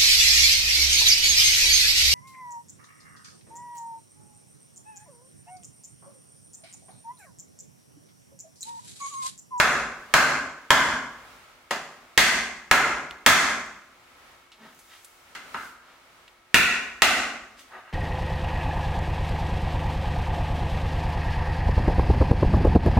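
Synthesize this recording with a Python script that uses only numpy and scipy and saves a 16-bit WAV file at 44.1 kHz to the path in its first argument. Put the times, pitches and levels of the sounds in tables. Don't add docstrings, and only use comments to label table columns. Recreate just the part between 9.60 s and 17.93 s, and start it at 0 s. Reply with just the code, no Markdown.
import sys
import numpy as np
from scipy import signal
from scipy.fft import rfft, irfft
from scipy.io import wavfile

SR = 44100
rng = np.random.default_rng(int(sys.argv[2]) if len(sys.argv) > 2 else 0)


def generate_wav(sig):
    pcm = np.round(np.clip(np.atleast_2d(sig).T, -1, 1) * 32767).astype(np.int16)
    wavfile.write(sys.argv[1], SR, pcm)


N = 367220
SIZE = 2 ** 16
FREQS = np.maximum(np.arange(SIZE // 2 + 1) * SR / SIZE, 1)
AGE = np.arange(SIZE) / SR


def undb(db):
    return 10 ** (np.asarray(db) / 20)


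def along(table, hz):
    points, values = np.transpose(table)
    return np.interp(np.log(hz), np.log(points), values)


def resonance(hz, width_hz, f=FREQS):
    return 1 / (1 + 1j * (f ** 2 - hz ** 2) / (f * width_hz))


def stereo(mid, side):
    return np.array([mid + side, mid - side])


def burst(decay_s):
    noise = rng.standard_normal(SIZE) * np.exp(-AGE / decay_s)
    return rfft(noise / np.sqrt(np.sum(noise ** 2)))


def grains(spread_db, swell):
    noise = rng.standard_normal(SIZE)
    sizes = undb(spread_db * rng.standard_normal(SIZE))
    return rfft(noise * sizes * swell)


def add(out, start_s, sound):
    start = int(round(start_s * SR))
    a, b = max(start, 0), min(start + SIZE, N)
    out[:, a:b] += sound[:, a - start:b - start]


# start_s, force_db, contact_hz (cut-off of the contact),
# spot_hz (range that the struck spot favours), jolt_db (through the furniture)
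HAMMER_TAPS = [(-.015, 9.5, 1560, 1560, -37), (0.539, 10, 1900, 1550, -25),
               (1.1052, 10.5, 1730, 1560, -28.5), (2.108, -10, 1800, 590, -70),
               (2.5766, 7, 5360, 1850, -22), (3.1122, 10, 1380, 1550, -25.5),
               (3.6628, 11.5, 4150, 1600, -16.5), (6.9435, 4, 4400, 2450, -17.5),
               (7.42, 6, 3970, 580, -27.5)]
SHIFT_S = 5.5
SPOT_DB, PUSH_DB = 6, -2


def hammering(room):
    out = np.zeros((2, N))
    for start_s, force_db, contact_hz, spot_hz, jolt_db in HAMMER_TAPS:
        blow = knock(start_s > SHIFT_S, contact_hz, PUSH_DB, spot_hz, SPOT_DB)
        airborne = irfft(blow * path(room))
        add(out, start_s, undb(force_db) * airborne + undb(jolt_db) * jolt())
    return out


def knock(right_corner, contact_hz, push_db, spot_hz, spot_db, table_hz=300, crack_hz=5000, crack_top_hz=9000):
    contact = 1 / (1 + 1j * FREQS / contact_hz)
    table = 1 + (undb(push_db) - 1) / (1 + 1j * FREQS / table_hz)
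    spot = 1 + (undb(spot_db) - 1) * resonance(spot_hz, 0.35 * spot_hz)
    ring = (wood(right_corner) + steel()) * contact * table * spot
    crack = resonance(crack_hz, 5100) / (1 + 1j * FREQS / crack_top_hz)
    return ring + undb(crack_level(contact_hz)) * crack


# pitch_hz, width_hz, left_db and right_db (struck at that corner)
FRAME_MODES = [(57, 25, -17, -13), (150.6, 17, -13, -14), (228, 33.3, -8, -7), (271, 27, -6.5, -4.5),
               (390, 106, -10, -9.5), (596, 46, -5, -10.5), (666, 38, -5, -8), (740, 72, -3.5, -5),
               (896, 177, -5.5, -6.5), (1066, 113, -0.5, -2), (1260, 147, -1.84, 0.5), (1427, 127, -3, 2.2),
               (1540, 85, -1.7, 4), (1665, 140, -1.84, 0.5), (1926, 134, -4.5, 1.4), (2073, 95, 0.1, 3.5),
               (2652, 647, -4.5, 0.5), (2948, 366, -3.5, 1.5), (3475, 287, -7.5, -6),
               (4090, 297, -6.5, -2.5), (4580, 290, -10, -12), (4980, 234, -5, -4), (6120, 120, -14, -26),
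               (6550, 214, -5, -6), (7380, 300, -13.5, -19)]


def wood(right_corner, scatter_db=1.45):
    weights = undb(scatter_db * rng.standard_normal(len(FRAME_MODES)))
    response = 0
    for k, (pitch_hz, width_hz, left_db, right_db) in enumerate(FRAME_MODES):
        level_db = right_db if right_corner else left_db
        sense = (-1) ** k
        response = response + sense * weights[k] * undb(level_db) * resonance(pitch_hz, width_hz)
    return response


# pitch_hz, width_hz, level_db
HAMMER_MODES = [(2500, 18, -11), (3235, 33, -11), (3820, 31, -7), (4420, 58, -19.5), (5900, 14.1, -7.5),
                (6680, 32, -5)]


def steel():
    return sum(undb(level_db) * resonance(pitch_hz, width_hz) for pitch_hz, width_hz, level_db in HAMMER_MODES)


def crack_level(contact_hz, middling_hz=2400, middling_db=-18.5, db_per_octave=5.5):
    return middling_db + db_per_octave * np.log2(contact_hz / middling_hz)


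def jolt(thump_db=45.0, thump_hz=190, shudder_db=22.0, shudder_hz=120, shudder_s=0.038,
         fizz_db=4.0, fizz_hz=11000, fizz_s=.04):
    noise = rng.standard_normal((2, 2, SIZE))
    thump = resonance(thump_hz, 103)
    shudder = rfft(noise[0] * np.exp(-AGE / shudder_s)) * resonance(shudder_hz, 490)
    fizz = rfft(noise[1] * np.exp(-AGE / fizz_s)) * resonance(fizz_hz, 9900)
    low = (undb(thump_db) * thump + undb(shudder_db) * shudder) / (1 + 1j * FREQS / 600)
    return irfft(low + undb(fizz_db) * fizz)


# start_s, force_db, contact_hz (cut-off of the contact),
# spot_hz (range that the spot favours), spot_db (gain of that range)
FOOT_BUMPS = [(5.75, -31.5, 4670, 1520, 4.5), (5.9429, -26.5, 1145, 1240, 16)]
BUMP_PUSH_DB = 5.5


def shifting(room):
    out = np.zeros((2, N))
    for start_s, force_db, contact_hz, spot_hz, spot_db in FOOT_BUMPS:
        blow = knock(True, contact_hz, BUMP_PUSH_DB, spot_hz, spot_db)
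        add(out, start_s, undb(force_db) * irfft(blow * path(room, direct_db=26.5, room_db=0.0)))
    return out


# start_s, length_s, level_db (relative), centre_hz
WOOD_RUBS = [(4.947, 0.18, -65.5, 258), (8.076, 0.15, -64, 730), (8.219, 0.13, -76, 1000)]


def rubbing(room, grain_db=6.5, breadth=1.42):
    out = np.zeros((2, N))
    for start_s, length_s, level_db, centre_hz in WOOD_RUBS:
        swell = np.sin(np.pi * np.minimum(AGE / length_s, 1)) ** 2
        slips = grains(grain_db, swell)
        rub = slips * wood(True) * resonance(centre_hz, breadth * centre_hz) ** 2
        add(out, start_s, undb(level_db) * irfft(rub * path(room, direct_db=35.0, room_db=1.5)))
    return out


# start_s, level_db (relative), centre_hz, decay_s
HAND_TICKS = [(3.5098, -26, 3085, 0.0016), (4.917, -34, 3340, 0.024), (5.1908, -36, 8800, 0.013),
              (5.446, -30.5, 9900, 0.009), (6.6783, -37.5, 3170, 0.0065)]
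# middle_s, half_length_s, level_db (relative), centre_hz
SLEEVE_SLIDES = [(5.049, 0.1, -60, 1140), (5.33, 0.083, -62, 1950), (5.35, 0.57, -74.5, 7670),
                 (6.028, 0.11, -67, 6060), (6.298, 0.13, -65.5, 1220), (7.996, 0.04, -62.5, 3620)]


def handling(room, tick_direct_db=25.5, tick_room_db=-27.5, slide_db=-15.0, grain_db=6.0, slide_room_db=-7.5):
    out = np.zeros((2, N))
    tick_path = path(room, direct_db=tick_direct_db, room_db=tick_room_db)
    slide_path = path(room, direct_db=30.5, room_db=slide_room_db)
    for start_s, level_db, centre_hz, decay_s in HAND_TICKS:
        tick = burst(decay_s) * resonance(centre_hz, 0.56 * centre_hz)
        add(out, start_s, undb(level_db) * irfft(tick * tick_path))
    for middle_s, half_length_s, level_db, centre_hz in SLEEVE_SLIDES:
        swell = np.sin(np.pi * np.minimum(AGE / (2 * half_length_s), 1)) ** 2
        swish = grains(grain_db, swell) * resonance(centre_hz, 2.2 * centre_hz) ** 2
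        add(out, middle_s - half_length_s, undb(level_db + slide_db) * irfft(swish * slide_path))
    return out


def path(room, direct_db=26.5, room_db=-2.0, moved=.35, lag_s=.00002, shade_hz=3000):
    left_lag = np.exp(-2j * np.pi * FREQS * lag_s)
    direct = np.array([left_lag, np.ones(len(FREQS))]) / (1 + 1j * FREQS / shade_hz)
    echo = np.sqrt(1 - moved) * room + np.sqrt(moved) * reflections()
    return undb(direct_db) * direct + undb(room_db) * echo


# pitch_hz, t60_s
ROOM_DECAY = [(60, 1), (250, 0.81), (700, 0.71), (1600, 0.7), (4000, 0.56), (7500, 0.67), (14000, 0.33)]
# pitch_hz, side_minus_mid_db
ROOM_WIDTH = [(60, -30.5), (110, -9.5), (200, -27.5), (380, -23), (700, -14.5), (1290, -9), (2380, -4.5),
              (4400, -0.5), (8120, -1.5), (15000, 2.5)]


def reflections(early_db=-0.5, early_s=0.015, gap_s=0.00047, grain_db=5.5):
    centres = np.geomspace(40, 16000, 14)
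    sizes = undb(grain_db * np.exp(-AGE / 0.15) * (rng.standard_normal(SIZE) - 0.66))
    noise = rfft(rng.standard_normal((2, SIZE)) * sizes)
    noise[1] *= undb(along(ROOM_WIDTH, FREQS))
    tail = 0
    for hz, one_band in zip(centres, np.eye(len(centres))):
        band = irfft(noise * np.interp(np.log(FREQS), np.log(centres), one_band))
        tail = tail + band * np.exp(-np.log(1000) * AGE / along(ROOM_DECAY, hz))
    onset = 1 - np.exp(-(AGE / gap_s) ** 2)
    early = 1 + undb(early_db) * np.exp(-AGE / early_s)
    return rfft(stereo(*(tail * onset * early)))


# (per Hz, relative)
AIR_SPECTRUM = [(15, -46), (25, -7), (64, -6), (200, -13.5), (277, -6), (317, -17), (354, -16), (463, -9),
                (545, -7.5), (1070, -6.5), (1330, -4.5), (1520, -8.5), (2220, -10), (5140, -19.5),
                (16000, -30)]
# pitch_hz, side_minus_mid_db
AIR_WIDTH = [(60, -5.5), (110, -8.5), (200, -10), (380, -4.5), (700, -7.5), (1290, -2.5), (2380, -1),
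             (4400, -1), (8120, -1), (15000, -2)]
# pitch_hz, level_db
FAN_HUM = [(355.3, -73), (1297, -70), (1927, -79), (2191, -72)]
AIR_DB = -57.5


def air(waver=0.797, drift_db=3.25):
    f = np.maximum(np.arange(N // 2 + 1) * SR / N, 1)
    t = np.arange(N) / SR
    mid, side = rfft(rng.standard_normal((2, N))) * undb(along(AIR_SPECTRUM, f))
    side = side * undb(along(AIR_WIDTH, f))
    noise = irfft(stereo(mid, side), N) / np.std(irfft(mid, N))
    drift = np.interp(t, np.linspace(0, t[-1], 40), rng.standard_normal(40))
    wander = np.cumsum(rng.standard_normal((len(FAN_HUM), N)), axis=1) / np.sqrt(SR / 100)
    hum = 0
    for (pitch_hz, level_db), phase in zip(FAN_HUM, wander):
        hum = hum + undb(level_db) * np.sqrt(2) * np.sin(2 * np.pi * pitch_hz * t + waver * phase)
    return undb(AIR_DB + drift_db * drift) * noise + hum


def scene():
    room = reflections()
    return hammering(room) + shifting(room) + handling(room) + rubbing(room) + air()


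def overload(x, headroom_db=0.0, skew=0.14):
    top = undb(headroom_db)
    rounded = np.tanh(x / top)
    low_cut = signal.butter(1, 25, "high", fs=SR, output="sos")
    return signal.sosfilt(low_cut, top * (rounded + skew * rounded ** 2))


def limiter(x, ceiling_db=-7.5, release_db_per_s=41.5, attack_s=0.0012):
    over_db = np.maximum(20 * np.log10(np.abs(x).max(axis=0) + 1e-9) - ceiling_db, 0)
    recovery_db = release_db_per_s * np.arange(N) / SR
    cut_db = np.maximum.accumulate(over_db + recovery_db) - recovery_db
    keep = np.exp(-1 / (attack_s * SR))
    for _ in range(2):
        cut_db = signal.lfilter([1 - keep], [1, -keep], cut_db)
    return x * undb(-cut_db)


TOP_HZ = 15900


def record(dry):
    clipped = np.clip(limiter(overload(dry)), -1, 1)
    top_cut = signal.ellip(10, .2, 70, TOP_HZ, fs=SR, output="sos")
    return signal.sosfilt(top_cut, clipped)


dry = scene()
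out = record(dry)
generate_wav(out)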